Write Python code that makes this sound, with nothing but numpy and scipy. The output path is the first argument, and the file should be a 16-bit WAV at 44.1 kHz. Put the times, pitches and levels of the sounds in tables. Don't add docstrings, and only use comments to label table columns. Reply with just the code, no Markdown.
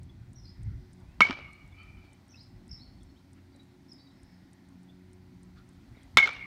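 import sys
import numpy as np
from scipy import signal
from scipy.io import wavfile
from scipy.ndimage import uniform_filter1d, map_coordinates

SR = 44100
rng = np.random.default_rng(int(sys.argv[2]) if len(sys.argv) > 2 else 0)


def wrap_up_sound(samples):
    columns = np.atleast_2d(samples).T
    tamed = np.clip(columns, -1, 1)
    steps = np.round(tamed * 32767).astype(np.int16)
    wavfile.write(sys.argv[1], SR, steps)


N = 285106

# start in seconds, level in dB, low push in dB, scatter in dB.
HITS = [(1.2059, -8.5, -24, -4.5), (6.1715, -1.5, -26, -12)]
# frequency in Hz, relative level in dB.
CRACK_COLOURS = [
    [(88, -40.5), (150, -10.5), (589, -12.5), (1360, 0), (1790, -14.5), (2360, -8.5), (2900, -7),
     (3350, -14.5), (4160, -9), (4760, -16), (5570, -17), (6020, -32.5), (8230, -37.5), (10400, -49.5),
     (11900, -47.5), (16000, -60)],
    [(88, -62), (150, -10.5), (545, -11.5), (1260, 2.5), (1720, -3.5), (2220, 6.5), (2760, -6.5),
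     (3770, -2.5), (4410, -7.5), (5250, -9), (5680, -21), (6640, -12), (8230, -28), (9260, -23.5),
     (10400, -40), (11800, -27.5), (16000, -39)],
]
# delay in seconds, level in dB for hit 1, for hit 2,
# treble loss in dB per unit of log2(1 + f / 2 kHz).
SLAPS = [(0.0136, -14.5, -8.5, 1.04), (.0265, -30.5, -20, -0.5), (.038, -27, -40, 2), (0.0582, -28, -18, 4),
         (0.081, -24, -50, 3), (.092, -20, -38, 6), (0.1027, -18.5, -25.5, -1), (0.184, -36.5, -55, 1)]
# lift in dB for hit 1, for hit 2.
SLATS_DB = [10, 3.5]
# frequency in Hz, t60 in seconds.
FIELD_DECAY = [(150, .3), (500, .6), (1200, .5), (2500, .55), (4000, .55), (6000, .42), (8000, .28),
               (11000, .2), (15000, .15)]
# delay in seconds, spread in seconds, level in dB,
# treble loss in dB per kHz.
CLOUDS = [(.1, 0.027, -13, 1.5), (0.211, 0.064, -25, 3), (.62, .1, -32, 0.5)]
# frequency in Hz, relative level in dB.
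SCATTER_COLOURS = [
    [(150, -10.5), (300, -4), (600, -5), (1200, -0.5), (1800, -6.5), (2600, -4), (3500, -10), (4500, -10),
     (6000, -17), (8000, -26), (11000, -34.5), (16000, -42)],
    [(150, -6), (300, -0.5), (600, -0.5), (1300, 4), (1800, 3), (2600, -2.5), (3500, 2.5), (4500, -4.5),
     (6000, -8), (8000, -17), (11000, -28), (16000, -40)],
]
# level in dB for hit 1, for hit 2.
FIELD_DB = [-37, -34.5]
# frequency in Hz, level in dB for hit 1, for hit 2, t60 in seconds.
OVERTONES = [(1190, -28, -35, 0.1002), (1330, -37.5, -26.5, .11), (1600, -34.5, -25.5, 0.1382),
             (2965, -33.5, -35, 0.14), (3040, -36, -37, .25), (3560, -35, -19.5, 0.068)]


def cracks():
    out, hz, t = np.zeros(N), np.fft.rfftfreq(2048, 1 / SR), np.arange(8000) / SR
    for k, (start_s, level_db, push_db, scatter_db) in enumerate(HITS):
        drive = amp(scatter_db - 60 * t[:900] / 0.025) * rng.standard_normal(900)
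        drive[0] = 1
        colour = read(CRACK_COLOURS[k], hz)
        direct = np.convolve(drive, causal(colour))
        scale = amp(level_db) / (2.25 * direct[:300].std())
        add(out, start_s, scale * direct)

        slats = SLATS_DB[k] * np.exp(-(np.log2((hz + 1) / 4400) / 0.55) ** 2)
        slap_drive = drive[:130] * np.hanning(260)[130:]
        for delay_s, *slap_db, loss in SLAPS:
            duller = causal(uniform_filter1d(colour, size=70) + slats - loss * np.log2(1 + hz / 2000))
            add(out, start_s + delay_s, scale * amp(slap_db[k]) * np.convolve(slap_drive, duller))

        field = tail(lambda f, u: -60 * u / read(FIELD_DECAY, f))
        for delay_s, spread_s, db, loss in CLOUDS:
            cloud = tail(lambda f, u: -8.7 * ((u - delay_s) / spread_s) ** 2 - loss * f / 1000)
            field = field + amp(db) * cloud
        grain = amp(2.3 * drift(130, size=len(field)) + 3.2 * drift(500, size=len(field)))
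        field = signal.fftconvolve(field * grain, causal(read(SCATTER_COLOURS[k], hz)))
        add(out, start_s + 0.004, amp(FIELD_DB[k]) * field / field[:2000].std())

        push_t = t[:3000]
        add(out, start_s, amp(push_db - 60 * push_t / 0.06) * np.sin(2 * np.pi * 210 * push_t))
        for f, *tone_db, t60 in OVERTONES:
            waver = 1 + 0.89 * drift(44.91, size=len(t))
            tone = waver * np.sin(2 * np.pi * f * t)
            add(out, start_s + 0.0099, amp(tone_db[k] - 60 * t / t60) * tone)
    return out


# time in seconds, peak in dB.
HOOP = [
    [(1.207, -40), (1.211, -20), (1.2165, -20), (1.219, -6), (1.223, -7), (1.228, -21), (1.2325, -13),
     (1.237, -22), (1.24, -19), (1.2445, -34), (1.2545, -20), (1.261, -30), (1.271, -29), (1.278, -45)],
    [(6.172, -30), (6.175, -10), (6.178, -18), (6.1815, -13), (6.184, -26), (6.1865, -10), (6.1915, -8),
     (6.196, -34), (6.1995, -34), (6.2025, -12), (6.2125, -28), (6.2155, -17), (6.2185, -34), (6.231, -13),
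     (6.246, -19), (6.255, -22), (6.26, -48)],
]
# start in Hz, end in Hz.
HOOP_HZ = [(2190, 2250), (2200, 2176)]
# time in seconds, pitch in Hz,
# level in dB, partials in dB.
RING = [
    [(1.27, 2246, -36.5, -14), (1.35, 2330, -47, -14), (1.46, 2230, -50, -17), (1.52, 2253, -57.5, -8.5),
     (1.61, 2270, -59.5, -6.5), (1.7, 2215, -69.5, -11), (1.8, 2376, -56.5, -7), (1.9, 2367, -62, -9.5),
     (2.06, 2340, -67, -9.5), (2.2, 2383, -78, -14)],
    [(6.265, 2210, -36.5, -10), (6.33, 2317, -41.5, -15), (6.375, 2180, -49.5, -11),
     (6.44, 2236, -41, -19.5), (6.464, 2130, -48.5, -14)],
]
# ratio to the ring's pitch, level in dB, width in Hz.
RING_PARTIALS = [(.54, -3, 130), (1.275, -2, 90), (1.88, -14, 90)]
# start in seconds, length in seconds, start in Hz, end in Hz, level in dB.
SWISH = (1.0, .2, 2250, 2800, -72)


def barrel():
    out = np.zeros(N)
    for rows, hz in zip(HOOP, HOOP_HZ):
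        s, peak_db = np.transpose(rows)
        u = np.arange(s[0], s[-1], 1 / SR)
        strength = uniform_filter1d(np.interp(u, s, amp(peak_db)), size=70)
        bent_hz = np.linspace(*hz, len(u)) * (1 + 0.007 * drift(70, size=len(u)))
        ends = np.minimum(1, np.minimum(u - s[0], s[-1] - u) / 0.002)
        add(out, s[0], ends * strength * np.sin(2 * np.pi * np.cumsum(bent_hz) / SR))

    for rows in RING:
        s, hz, level_db, partials_db = np.transpose(rows)
        u = np.arange(s[0], s[-1], 1 / SR)
        hz = np.interp(u, s, hz)
        line = evened(resonate(resonate(rng.standard_normal(len(u)), hz, 130), hz, 190))
        for ratio, db, width_hz in RING_PARTIALS:
            fuzz = fuzzy(len(u), ratio * hz, width_hz)
            partial_db = db + np.interp(u, s, partials_db) + 4.5 * drift(14.03, size=len(u))
            line = line + amp(partial_db) * fuzz
        fade_in = np.minimum(1, (u - s[0]) / 0.014)
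        add(out, s[0], amp(np.interp(u, s, level_db)) * line * fade_in)

    start_s, length_s, start_hz, end_hz, db = SWISH
    add(out, start_s, amp(db) * wisp(length_s, start_hz, end_hz, width_hz=95, clear=0.45))
    return out


# start in seconds, level in dB, frequency in Hz, t60 in seconds.
KNOCKS = [(1.2068, -8.5, 1280, 0.023), (1.297, -23, 262, 0.056), (1.3084, -30, 1252, 0.052),
          (1.388, -36.5, 600, 0.017), (2.039, -50, 300, 0.072), (3.55, -61, 570, 0.1),
          (5.971, -41, 200, 0.045), (6.2756, -19.5, 1416, 0.019)]
# start in seconds, length in seconds, centre in Hz, width in Hz, level in dB.
PUFFS = [(0.468, 0.38, 1920, 500, -72.5), (0.682, 0.065, 1430, 303, -68), (0.984, .087, 830, 398, -69),
         (2.026, .05, 2500, 3000, -69.5), (2.651, .2, 2100, 600, -75), (3.35, .061, 1880, 1510, -70),
         (4.102, .64, 1850, 499, -75.5), (5.554, 0.077, 1355, 350, -64), (5.56, 0.056, 3720, 1784, -69),
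         (5.921, 0.15, 2060, 449, -69)]


def knocks_and_puffs():
    out, t = np.zeros(N), np.arange(6000) / SR
    attack = np.sin(np.pi / 2 * np.minimum(1, t / 0.0011)) ** 2
    for start_s, level_db, hz, t60 in KNOCKS:
        body = np.sin(2 * np.pi * hz * t) + 0.5 * fuzzy(len(t), hz, 0.7 * hz)
        add(out, start_s, amp(level_db - 60 * t / t60) * attack * body)
    for start_s, length_s, hz, width_hz, db in PUFFS:
        puff = wisp(length_s, hz, hz, width_hz, clear=0)
        add(out, start_s, amp(db + 3.0 * drift(40.7, size=len(puff))) * puff)
    return out


# start in seconds, top in Hz, level in dB, wait in seconds, rise length in seconds,
# rise from in Hz, rise to in Hz, rise level in dB, hillside share in dB.
CHIRPS = [(0.351, 5960, -56.5, .093, 0.069, 4120, 5330, -54.5, -15),
          (2.287, 6050, -54.5, .078, .07, 3690, 5540, -53.5, -21),
          (2.688, 5600, -47, 0.09, 0.087, 3950, 4630, -55.5, -25.5),
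          (3.882, 5650, -53, 0.098, 0.04, 3735, 4080, -61, -9)]
# start in seconds, length in seconds, start in Hz, end in Hz, level in dB.
CHIPS = [(0.089, 0.027, 3350, 3380, -63.5), (1.706, 0.038, 3650, 3400, -67), (2.33, 0.041, 2618, 2716, -62),
         (2.958, 0.037, 4480, 4460, -69), (3.005, .03, 3490, 3400, -64.5), (3.079, 0.047, 4200, 4360, -71),
         (3.154, 0.044, 2970, 4190, -67), (3.52, 0.041, 4740, 3790, -67), (3.593, .022, 3840, 3860, -57),
         (3.975, 0.081, 4460, 4730, -59), (4.066, 0.015, 3900, 3900, -63.5),
         (4.097, 0.025, 3570, 4170, -66), (4.886, .03, 3340, 3530, -56.5), (5.964, .036, 3824, 3360, -63),
         (6.007, 0.03, 3240, 3410, -65)]
CHIP_HILL_DB = -14
LEAD_S, LEAD_FROM_RATIO, LEAD_DB = 0.0266, 0.92, -57.5
FALL_AT_S, FALL_S, FALL_TO_RATIO = 0.018, 0.034, 0.86
LINK_S, LINK_HZ, LINK_REL_DB, LINK_AHEAD_S = 0.0359, (5300, 4900), -4.5, 0.013


def birds():
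    notes = [(*chip, CHIP_HILL_DB) for chip in CHIPS]
    for s, top_hz, db, wait_s, rise_s, from_hz, to_hz, rise_db, hill_db in CHIRPS:
        rise_at_s = s + wait_s
        notes += [(s, LEAD_S, LEAD_FROM_RATIO * top_hz, top_hz, LEAD_DB, hill_db),
                  (s + FALL_AT_S, FALL_S, top_hz, FALL_TO_RATIO * top_hz, db, hill_db),
                  (rise_at_s - LINK_AHEAD_S, LINK_S, *LINK_HZ, rise_db + LINK_REL_DB, hill_db),
                  (rise_at_s, rise_s, from_hz, to_hz, rise_db, hill_db)]
    dry, far = np.zeros(N), np.zeros(N)
    for s, length_s, start_hz, end_hz, level_db, hill_db in notes:
        note = wisp(length_s, start_hz, end_hz, width_hz=200, clear=0.5)
        note = amp(level_db + 3.3 * drift(90, size=len(note))) * note
        add(dry, s, note)
        add(far, s, amp(hill_db) * note)
    trees = tail(lambda f, u: -60 * u / 0.4 - 9 * (f < 3900))
    slope = tail(lambda f, u: -8.7 * ((u - 0.36) / 0.17) ** 2 - 15 * (f < 4300))
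    smeared = signal.fftconvolve(dry, trees)[:N]
    answered = signal.fftconvolve(far, slope)[:N]
    return amp(-3.0) * dry + amp(-5.0) * smeared + amp(-4.0) * answered


# frequency in Hz, relative level in dB, t60 in seconds.
TICK_MODES = [(5400, -8, .003), (6400, -5.5, .003), (7500, -3, 0.0029), (8500, 0, .004),
              (9500, -3.5, 0.0049)]
STRAY_TICKS_S = [1.0, 1.675, 2.2795, 2.6777, 3.5597, 4.6845, 5.6878]
TICK_FIRST_S, TICK_EVERY_S = 0.0297, 0.30001
TICK_DB, SECOND_REL_DB, TICK_SPREAD_DB = -48.5, -8.5, 0.36
TICK_LOSS_DB_PER_S = 44.5


def ticks():
    out, t = np.zeros(N), np.arange(400) / SR
    stroke = np.zeros(len(t))
    for k, (hz, db, t60) in enumerate(TICK_MODES):
        stroke += (-1) ** k * amp(db - 60 * t / t60) * np.sin(2 * np.pi * hz * t)
    stroke = stroke * np.sin(np.pi / 2 * np.minimum(1, t / 0.0003)) ** 2
    stroke = stroke / abs(stroke).max()
    times_s = np.sort(np.append(np.arange(TICK_FIRST_S, N / SR, TICK_EVERY_S), STRAY_TICKS_S))
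    early_s = TICK_EVERY_S - np.diff(times_s, prepend=times_s[0] - TICK_EVERY_S)
    levels_db = TICK_DB - TICK_LOSS_DB_PER_S * early_s
    chance_db = TICK_SPREAD_DB * rng.standard_normal((len(times_s), 2))
    for s, db, (first_db, later_db) in zip(times_s, levels_db, chance_db):
        add(out, s + 0.0025, amp(db + first_db) * stroke)
        add(out, s + 0.0067, amp(db + SECOND_REL_DB + 2 * later_db) * stroke)
    return out


# frequency in Hz, relative level in dB.
WIND_COLOUR = [(12, -42), (20, -18), (54, 11), (108, 3), (200, -13.5), (242, -22), (329, -27.5),
               (362, -30.5), (500, -56.5), (650, -82.5), (1100, -120)]
# time in seconds, level in dB.
LULL = [(0, -52), (.5, -58), (1.1, -53.5), (2.3, -62.5), (3, -55), (4, -79), (5.4, -58.5), (6.46, -58)]
# centre in seconds, length in seconds, peak level in dB.
GUSTS_AND_LOW_PUFFS = [(0.03, 0.3, -45.5), (0.357, 0.5, -50.5), (0.692, 0.31, -34.5), (1.194, 0.067, -44),
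                       (1.325, .08, -60), (1.436, .1, -52.5), (1.643, 0.029, -42), (1.731, 0.058, -47),
                       (1.93, 0.21, -51), (2.572, .11, -48), (2.722, 0.087, -43), (2.916, .25, -51),
                       (4.236, .12, -54.5), (5.92, 0.057, -50.5), (6.159, 0.066, -38.5)]
LUMPS_DB, LUMPS_HZ = 2, 9


def wind():
    t = np.arange(N) / SR
    force = amp(np.interp(t, *np.transpose(LULL)) + LUMPS_DB * drift(LUMPS_HZ, size=N))
    for centre_s, length_s, db in GUSTS_AND_LOW_PUFFS:
        phase = np.clip((t - centre_s) / length_s, -0.5, 0.5)
        force = force + amp(db) * np.cos(np.pi * phase) ** 2
    return force * noise(WIND_COLOUR, patchy_db=1.5)


# frequency in Hz, relative level in dB.
AIR_COLOUR = [(250, -30.5), (420, -6.5), (505, -4), (813, -0.5), (1270, -9), (1390, -4.5), (1670, -8.5),
              (1980, -4.5), (2780, -13.5), (4270, -11), (7200, -21), (8390, -21), (10600, -26),
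              (15300, -26), (16500, -39.5)]
# time in seconds, level in dB.
AIR_LEVEL = [(0, -70), (1.05, -68), (1.6, -67.5), (3, -69), (4.2, -68.5), (5, -69), (5.6, -68.5),
             (6.46, -65)]
# frequency in Hz, relative level in dB.
RUMBLE_COLOUR = [(24, -36.5), (40, -9), (91, -2.5), (155, -5.5), (205, 1.5), (266, -2), (319, -6.5),
                 (364, -10.5), (440, -26.5), (570, -49.5), (970, -120)]
# level in dB, swell centre in seconds, swell spread in seconds,
# swell height in dB.
HUM = [(-64, 5.14, 0.2, 8), (-67.5, 5.38, 0.86, 10.5), (-70.5, 4.6, 1.1, 9.5), (-69, 5.2, 0.38, 6.5)]
RUMBLE_DB, HUM_HZ, DRONE_HZ, DRONE_DB = -60, 90.8, 126, -64


def background():
    t = np.arange(N) / SR
    air = amp(np.interp(t, *np.transpose(AIR_LEVEL))) * noise(AIR_COLOUR, patchy_db=0.96)
    rumble = amp(RUMBLE_DB) * noise(RUMBLE_COLOUR, patchy_db=2.0)
    cycles = np.cumsum(HUM_HZ * (1 + 0.004 * drift(2.0, size=N))) / SR
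    hum = np.zeros(N)
    for k, (db, centre_s, spread_s, swell_db) in enumerate(HUM):
        swell = swell_db * np.exp(-((t - centre_s) / spread_s) ** 2)
        waver = 4 * drift(2.5, size=N) + 2.5 * drift(9, size=N)
        hum += amp(db + swell + waver) * np.sin(2 * np.pi * (k + 1) * cycles)
    drone = amp(DRONE_DB + 3.0 * drift(4, size=N)) * np.sin(2 * np.pi * DRONE_HZ * t)
    return air + rumble + hum + drone


def wisp(length_s, start_hz, end_hz, width_hz, clear):
    size = round(length_s * SR)
    u = np.linspace(0, 1, size)
    glide = np.sin(np.pi / 2 * u) ** 2
    hz = (start_hz + (end_hz - start_hz) * glide) * (1 + 0.012 * drift(59.83, size=size))
    fuzz = fuzzy(size, hz, width_hz)
    tone = np.sqrt(2) * np.sin(2 * np.pi * np.cumsum(hz) / SR)
    return (clear * tone + (1 - clear) * fuzz) * np.sin(np.pi * u ** 0.85) ** 0.78


def fuzzy(size, hz, width_hz):
    return evened(resonate(resonate(rng.standard_normal(size), hz, width_hz), hz, width_hz))


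def resonate(x, hz, width_hz):
    turn = np.exp(2j * np.pi * np.cumsum(hz * np.ones(len(x))) / SR)
    r = np.exp(-np.pi * width_hz / SR)
    return 2 * (turn * signal.lfilter([1 - r], [1, -r], x / turn)).real


def noise(colour, patchy_db):
    frames, hz = N // 256 + 5, np.fft.rfftfreq(1024, 1 / SR)
    a, b, patches = rng.standard_normal((frames, 513, 3)).T
    patches = evened(uniform_filter1d(uniform_filter1d(patches, size=10, axis=0), size=14, axis=1))
    z = (a + 1j * b) * amp(read(colour, hz)[:, None] + patchy_db * patches)
    return evened(signal.istft(z, nperseg=1024, noverlap=768)[1][:N])


def tail(level_db):
    taps = np.zeros(SR)
    at = np.arange(0, SR - 12, 12) + rng.integers(0, 12, (SR - 1) // 12)
    taps[at] = rng.choice([-1., 1.], len(at))
    hz, t, z = signal.stft(taps, SR, nperseg=128)
    out = signal.istft(z * amp(level_db(hz[:, None], t)), SR, nperseg=128)[1]
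    return out / np.linalg.norm(out)


def causal(gain_db):
    log_gain = np.log(amp(np.maximum(gain_db, gain_db.max() - 90)))
    full = np.concatenate([log_gain, log_gain[-2:0:-1]])
    return np.fft.ifft(np.exp(np.conj(signal.hilbert(full)))).real[:1024]


def drift(top_hz, size):
    points = rng.standard_normal(int(size / SR * 2 * top_hz) + 4)
    return map_coordinates(points, [np.arange(size) / SR * 2 * top_hz], order=3)


def read(points, hz):
    f, value = np.transpose(points)
    return np.interp(np.log(hz + 1), np.log(f + 1), value)


def amp(db):
    return 10 ** (np.asarray(db) / 20)


def evened(x):
    return x / np.sqrt(np.mean(x ** 2) + 1e-20)


def add(mix, start_s, sound):
    part = mix[max(round(start_s * SR), 0):][:len(sound)]
    part += sound[:len(part)]


def scene():
    return (cracks() + barrel() + knocks_and_puffs() + birds() + ticks() + wind() + background())[None]


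def record(dry):
    cut = signal.sosfilt(signal.butter(4, 40, "high", fs=SR, output="sos"), dry)
    rounded = 0.8 * np.tanh(cut / 0.8)
    band_limit = signal.firwin(511, 15900, window=("kaiser", 9), fs=SR)
    return signal.oaconvolve(rounded, band_limit[None], "same")


dry = scene()
out = record(dry)
wrap_up_sound(out)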